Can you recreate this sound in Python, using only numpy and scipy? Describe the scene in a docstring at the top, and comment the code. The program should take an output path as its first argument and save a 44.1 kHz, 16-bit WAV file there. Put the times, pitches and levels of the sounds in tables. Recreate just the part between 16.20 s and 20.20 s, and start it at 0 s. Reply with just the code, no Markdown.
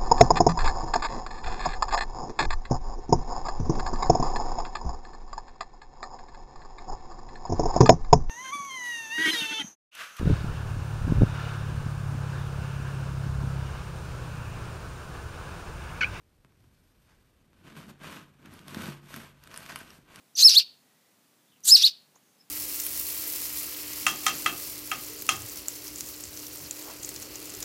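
"""A serrated knife saws a crusty round loaf on a wooden board in a quiet kitchen.
After a soft scrape, three pushes and three pulls grind the crust by brittle fracture: dense tiny cracks,
coarser crunches and the snaps of larger flakes. Stick-slip friction makes the blade groan in the first push.
Hand and blade tap the crust; the teeth tug the loaf, which rumbles and bumps the board.
The board rings in its normal modes, and a short reverberation follows over faint air noise."""
import sys
import numpy as np
from scipy import signal
from scipy.fft import rfft, irfft
from scipy.io import wavfile
from scipy.ndimage import uniform_filter1d

SR = 44100
rng = np.random.default_rng(int(sys.argv[2]) if len(sys.argv) > 2 else 0)


def put_to_file(sound):
    """Save the sound as 16-bit audio at rate SR, in the file named by the first command-line argument."""
    columns = np.atleast_2d(sound).T  # one column per channel
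    safe = np.clip(columns, -1, 1)
    whole_steps = np.round(safe * 32767)
    wavfile.write(sys.argv[1], SR, whole_steps.astype(np.int16))


N = 176400

# Spectrum of the loaf shaken against the board. Each row: frequency in Hz, relative level in dB.
LOAF_SPECTRUM = [(30, -45.5), (65, -29.5), (90, -2), (115, -11), (150, -0.5), (210, 1), (280, -2.5),
                 (360, -8), (480, -19.5), (900, -21), (3000, -90)]
# Modes of the board and table, lowest first. Each row: frequency in Hz, gain in dB, T60 in seconds.
BOARD_MODES = [(90.9, 1.5, 0.55), (142.1, 8.5, 1), (343.6, 2, 0.61), (534, 6.5, 1), (657, 4, 0.22),
               (915, 0.5, 0.53), (1084, -6, 0.14), (1540, -6, 0.17), (1624, -1, 0.77)]
CATCH_HZ = 56.8  # bandwidth of the blade's uneven catching and slipping


def from_db(db):
    """Decibels to amplitude ratio."""
    return 10 ** (np.asarray(db) / 20)


def unit_rms(x):
    """Normalisation to rms 1."""
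    return x / np.sqrt(np.mean(x ** 2) + 1e-20)


def unit_peak(x):
    """Normalisation to peak 1."""
    return x / (np.abs(x).max() + 1e-20)


def unit_burst(x):
    """Normalisation to the energy of two milliseconds at rms 1."""
    return x * np.sqrt(88 / (np.sum(x ** 2) + 1e-20))


def add(out, start_s, sound):
    """Superposition: a sound joins the mix at its start time."""
    start = int(start_s * SR)
    out[start:start + len(sound)] += sound[:max(N - start, 0)]


def response(spectrum, size=8192):
    """Minimum-phase impulse response of a body with this spectrum, by folding the cepstrum."""
    hz, db = np.transpose(spectrum)
    grid_hz = np.maximum(np.arange(size // 2 + 1) * SR / size, 1)
    magnitude = from_db(np.interp(np.log(grid_hz), np.log(hz), db))
    cepstrum = irfft(np.log(magnitude))
    cepstrum[1:size // 2] *= 2
    cepstrum[size // 2 + 1:] = 0
    return irfft(np.exp(rfft(cepstrum)))


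def through(x, impulse_response):
    """Convolution passes a sound through a linear system."""
    return signal.fftconvolve(x, impulse_response)[:len(x)]


def resonate(x, hz, width_hz):
    """A damped resonator with gain 1 at its peak."""
    radius = np.exp(-np.pi * width_hz / SR)
    zeros = np.array([1, 0, -1]) * (1 - radius ** 2) / 2
    poles = [1, -2 * radius * np.cos(2 * np.pi * hz / SR), radius ** 2]
    return signal.lfilter(zeros, poles, x + 1e-18)


def drift(width_hz):
    """Smooth random fluctuation: low-passed noise at rms 1."""
    pole = np.exp(-2 * np.pi * width_hz / SR)
    smooth = signal.lfilter([1], [1, -2 * pole, pole ** 2], rng.standard_normal(N + SR))
    return unit_rms(smooth[SR:])


def grains(spectrum, per_s, spread_db):
    """Shot noise at rms 1: random impulses excite a body; a spread makes a few of them larger."""
    sizes = from_db(spread_db * np.minimum(rng.exponential(1, N), 5))
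    signs = rng.choice([-1, 1], N)
    occurs = rng.random(N) < per_s / SR
    return unit_rms(through(sizes * signs * occurs, response(spectrum)))


def impacts(contacts, spectrum):
    """Impulsive excitation: each brief contact sounds the body's impulse response."""
    out, knock = np.zeros(N), unit_peak(response(spectrum))
    for start_s, peak_db in contacts:
        add(out, start_s, from_db(peak_db) * knock)
    return out


def air():
    """Ambient noise: faint, stationary and strongest in the bass."""
    # Spectrum of the still room. Each row: frequency in Hz, relative level in dB.
    spectrum = [(15, -37.5), (25, 3.5), (80, 4.5), (441, -10), (689, -16.5), (2380, -23.5), (4960, -32),
                (10000, -37.5)]
    return from_db(-65.5) * unit_rms(through(rng.standard_normal(N), response(spectrum)))


def sawing():
    """Brittle fracture: teeth rasp and crumble the crust and tug the loaf; catching modulates all three."""
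    # Stroke envelopes. Each row: time in seconds, relative levels of rasp, crumble and rumble in dB.
    first_scrape = [(0.2, -87, -79, -93), (0.26, -82, -81, -80), (0.5, -79.5, -76.5, -70.5),
                    (0.74, -79.5, -76.5, -85), (0.86, -76.5, -74.5, -75), (0.89, -77, -80, -77),
                    (1.0, -77.5, -77, -77), (1.3, -79.5, -80.5, -69)]
    push_1 = [(1.38, -69.5, -75.5, -62), (1.43, -69, -76, -56.5), (1.47, -52.5, -66, -48.5),
              (1.544, -61.5, -70, -53), (1.578, -50.5, -58, -46), (1.675, -61.5, -71, -52),
              (1.698, -53, -54.5, -45), (1.735, -69.5, -87, -56), (1.79, -71.5, -75, -70)]
    pull_1 = [(1.814, -52.5, -69, -45), (1.834, -47.5, -60, -48.5), (1.962, -48.5, -56.5, -44.5),
              (2.04, -61.5, -71, -56), (2.12, -74, -80, -61)]
    push_2 = [(2.21, -69.5, -75, -58.5), (2.256, -54, -74, -47), (2.29, -61, -74, -50.5),
              (2.33, -56.5, -62.5, -50.5), (2.45, -61.5, -70, -53), (2.5, -53.5, -58.5, -45.5),
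              (2.57, -47, -55.5, -39.5), (2.69, -45.5, -51.5, -41), (2.749, -56, -63.5, -57),
              (2.81, -69, -75.5, -63)]
    pull_2 = [(2.85, -60.5, -69, -55), (2.9, -54.5, -57.5, -65), (2.965, -49, -54, -43.5),
              (3.06, -54, -61.5, -52.5), (3.14, -71.5, -78.5, -66)]
    push_3 = [(3.21, -66, -72.5, -70.5), (3.29, -58.5, -65.5, -56.5), (3.37, -52.5, -56, -56),
              (3.51, -54.5, -58.5, -51), (3.612, -54, -60, -54), (3.68, -61, -66, -60),
              (3.75, -60.5, -62, -62.5), (3.84, -76, -77, -63.5)]
    pull_3 = [(3.89, -58, -71.5, -61), (3.94, -58, -64, -60), (4.0, -51, -63.5, -48.5)]
    # Spectra of the coarser and finer fractures. Each row: frequency in Hz, relative level in dB.
    rasp_spectrum = [(200, -20.5), (400, -3.5), (650, -3.5), (850, -5), (1150, 0.5), (1600, -1), (2000, -4),
                     (2500, -4), (3700, -9), (5000, -17.5), (7000, -17.5), (14000, -33)]
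    crumble_spectrum = [(2000, 0), (4000, 3.5), (7300, -1), (8800, 2.5), (10400, -4), (12000, 0.5),
                        (13400, 0.5), (15000, -9)]
    times, *levels = np.vstack([first_scrape, push_1, pull_1, push_2, pull_2, push_3, pull_3]).T
    rasp_db, crumble_db, rumble_db = [np.interp(np.arange(N) / SR, times, db) for db in levels]
    rasp = from_db(rasp_db) * grains(rasp_spectrum, per_s=1800, spread_db=1.5)
    crumble = from_db(crumble_db + 1) * grains(crumble_spectrum, per_s=8000, spread_db=0)
    rumble = from_db(rumble_db - 3.5) * grains(LOAF_SPECTRUM, per_s=600, spread_db=2.03)
    catching = from_db(1.4 * drift(CATCH_HZ))
    return (rasp + crumble + rumble) * catching


def board(force):
    """Modal resonance: the board and table ring on after whatever shakes them."""
    return sum(from_db(db) * resonate(force, hz, width_hz=np.log(1000) / (np.pi * t60))
               for hz, db, t60 in BOARD_MODES)


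def kitchen(sound):
    """Reverberation: a short diffuse tail with little bass, whose treble decays first."""
    low_t60_s, treble_t60_s = 0.49, 0.19
    t, white = np.arange(SR) / SR, rng.standard_normal(SR)
    low = signal.sosfilt(signal.butter(1, 710, fs=SR, output="sos"), white)
    tail = low * from_db(-60 * t / low_t60_s) + (white - low) * from_db(-60 * t / treble_t60_s)
    tail = signal.sosfilt(signal.butter(1, 440, "high", fs=SR, output="sos"), tail)
    return from_db(-7.5) * through(sound, tail / np.linalg.norm(tail))


def palm():
    """Forced vibration: the palm lands and presses on the loaf, shaking the board's lowest mode."""
    start_s, end_s, peak_db = 0.247, 0.5, -54
    t, hz = np.arange(N) / SR, BOARD_MODES[0][0]
    pressing = rng.standard_normal(N) * ((t > start_s) & (t < end_s))
    thud = resonate(resonate(pressing, hz, width_hz=56), hz, width_hz=56)
    return from_db(peak_db) * unit_peak(thud)


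def taps():
    """Light impacts: the hand and the blade settle on the crust."""
    # Contacts with the crust. Each row: start in seconds, peak level in dB.
    contacts = [(0.248, -42.5), (0.323, -53), (0.442, -55), (1.332, -48)]
    # Spectrum of the tapped crust. Each row: frequency in Hz, relative level in dB.
    spectrum = [(200, -14), (1100, 0), (2300, -5), (4800, -18), (14000, -23.5)]
    return impacts(contacts, spectrum)


def bumps():
    """Dull impacts: the loaf knocks against the board."""
    # Contacts with the board. Each row: start in seconds, peak level in dB.
    contacts = [(0.249, -51.5), (0.443, -57), (2.251, -43), (2.569, -28.5), (2.685, -27.5), (2.691, -46),
                (2.942, -36.5), (3.528, -41.5), (3.614, -41), (3.787, -49)]
    return impacts(contacts, LOAF_SPECTRUM)


def crunches():
    """Fracture cascades: patches of crust collapse under the blade in runs that swell and die."""
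    # Collapsing patches. Each row: start in seconds, length in seconds, relative level in dB.
    patches = [(0.869, 0.082, -69.5), (3.4874, 0.029, -44.5), (3.518, 0.01, -45), (3.599, 0.02, -53)]
    # Spectrum of their coarse fractures. Each row: frequency in Hz, relative level in dB.
    spectrum = [(300, -24), (700, -6.5), (1100, -7.5), (1650, 0), (2100, -6.5), (2600, -10), (3600, -13.5),
                (5500, -14), (14000, -27)]
    t, swell = np.arange(N) / SR, np.zeros(N)
    for start_s, length_s, db in patches:
        progress = np.clip((t - start_s) / length_s, 0, 1)
        swell += from_db(db + 2.5) * np.sqrt(np.abs(np.sin(np.pi * progress)))
    return swell * grains(spectrum, per_s=2500, spread_db=1.8)


def groan():
    """Stick-slip friction of the blade's flat in the cut: a low, unsteady tone with a weak octave."""
    # Course of the groan. Each row: time in seconds, mean pitch in Hz, level in dB.
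    course = [(1.5, 219, -55.5), (1.561, 210.8, -54), (1.585, 162.3, -46.5), (1.614, 138.3, -61.5),
              (1.66, 205.5, -54.5), (1.725, 214, -49.5)]
    jitter, octave_db = 0.0502, -14.5
    t = np.arange(N) / SR
    times, hz, db = np.transpose(course)
    pitch_hz = np.interp(t, times, hz) * (1 + jitter * drift(CATCH_HZ))
    phase = 2 * np.pi * np.cumsum(pitch_hz) / SR
    tone = unit_rms(np.sin(phase) + from_db(octave_db) * np.sin(2 * phase))
    gate = uniform_filter1d(1.0 * ((t > times[0]) & (t < times[-1])), size=441)  # 10 ms fades
    return from_db(np.interp(t, times, db)) * gate * tone


def snaps(size=2048):
    """Brittle fracture: a crack clicks open, splinters and sheds crumbs; the freed flake rings briefly."""
    # Snapping flakes. Each row: start in seconds, crack level in dB, ring level in dB, ring pitch in Hz.
    flakes = [(1.8355, -50, -62, 8500), (2.2586, -48.5, -64, 8800), (2.338, -79, -51.5, 11300),
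              (2.392, -46.5, -57, 8500), (2.482, -42.5, -46, 11300), (2.546, -34, -62, 8500),
              (2.62, -39, -44.5, 8750), (2.6574, -37.5, -59, 8000), (2.9414, -34.5, -63, 8900),
              (2.962, -40.5, -37.5, 13700), (3.238, -48.5, -53.5, 11400), (3.274, -45.5, -52.5, 8270),
              (3.314, -46, -68, 9000), (3.342, -39, -55, 12100), (3.362, -42, -46, 9500),
              (3.3755, -41.5, -34, 9400), (3.462, -41, -63, 5300), (3.5593, -31.5, -37, 9300),
              (3.589, -49, -45.5, 11000), (3.7045, -45.5, -73, 9050), (3.7155, -56, -66, 8950),
              (3.9593, -44, -48, 9500)]
    # Spectrum of the cracking crust. Each row: frequency in Hz, relative level in dB.
    spectrum = [(500, -18), (1000, -1.5), (1700, 3), (2200, -3), (2900, -2), (4200, -5), (5600, -5.5),
                (7000, -14.5), (14000, -15)]
    splinter_decay_s, flake_decay_s, crumb_decay_s = 0.0013, 0.00024, 0.0057
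    out, t, crust = np.zeros(N), np.arange(size) / SR, response(spectrum)
    click = t == 0
    crumbs = 0.049 * np.exp(-t / crumb_decay_s)
    for start_s, crack_db, ring_db, hz in flakes:
        splinters = 0.59 * rng.standard_normal(size) * (np.exp(-t / splinter_decay_s) + crumbs)
        crack = unit_burst(through(click + splinters, crust))
        release = rng.standard_normal(size) * (np.exp(-t / flake_decay_s) + crumbs)
        ring = unit_burst(resonate(release, hz, width_hz=1600))
        add(out, start_s, from_db(crack_db) * crack + from_db(ring_db) * ring)
    return out


def boom():
    """Free decay: the blade breaks through, and the hardest bump leaves the board's main mode ringing."""
    start_s, peak_db, t60_s = 2.685, -40, 0.42
    bump = impacts([(start_s, 0)], LOAF_SPECTRUM)
    ring = resonate(bump, hz=BOARD_MODES[1][0], width_hz=np.log(1000) / (np.pi * t60_s))
    return from_db(peak_db) * unit_peak(ring)


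def scene():
    """Superposition of the cutting, the board's ringing, the reverberation and the air, in mono."""
    cutting = sawing() + taps() + bumps() + crunches()
    flakes = snaps()
    ringing = board(cutting + flakes) + palm() + boom()
    friction = groan()
    room = kitchen(cutting + friction + from_db(-4) * flakes)  # snaps reach the room less than sawing
    return (cutting + friction + flakes + ringing + room + air())[None]


def record(dry):
    """Band limiting: a steep elliptic low-pass removes the highest treble."""
    cutoff_hz = 13950
    return signal.sosfilt(signal.ellip(12, .2, 70, cutoff_hz, fs=SR, output="sos"), dry)


dry = scene()
out = record(dry)
put_to_file(out)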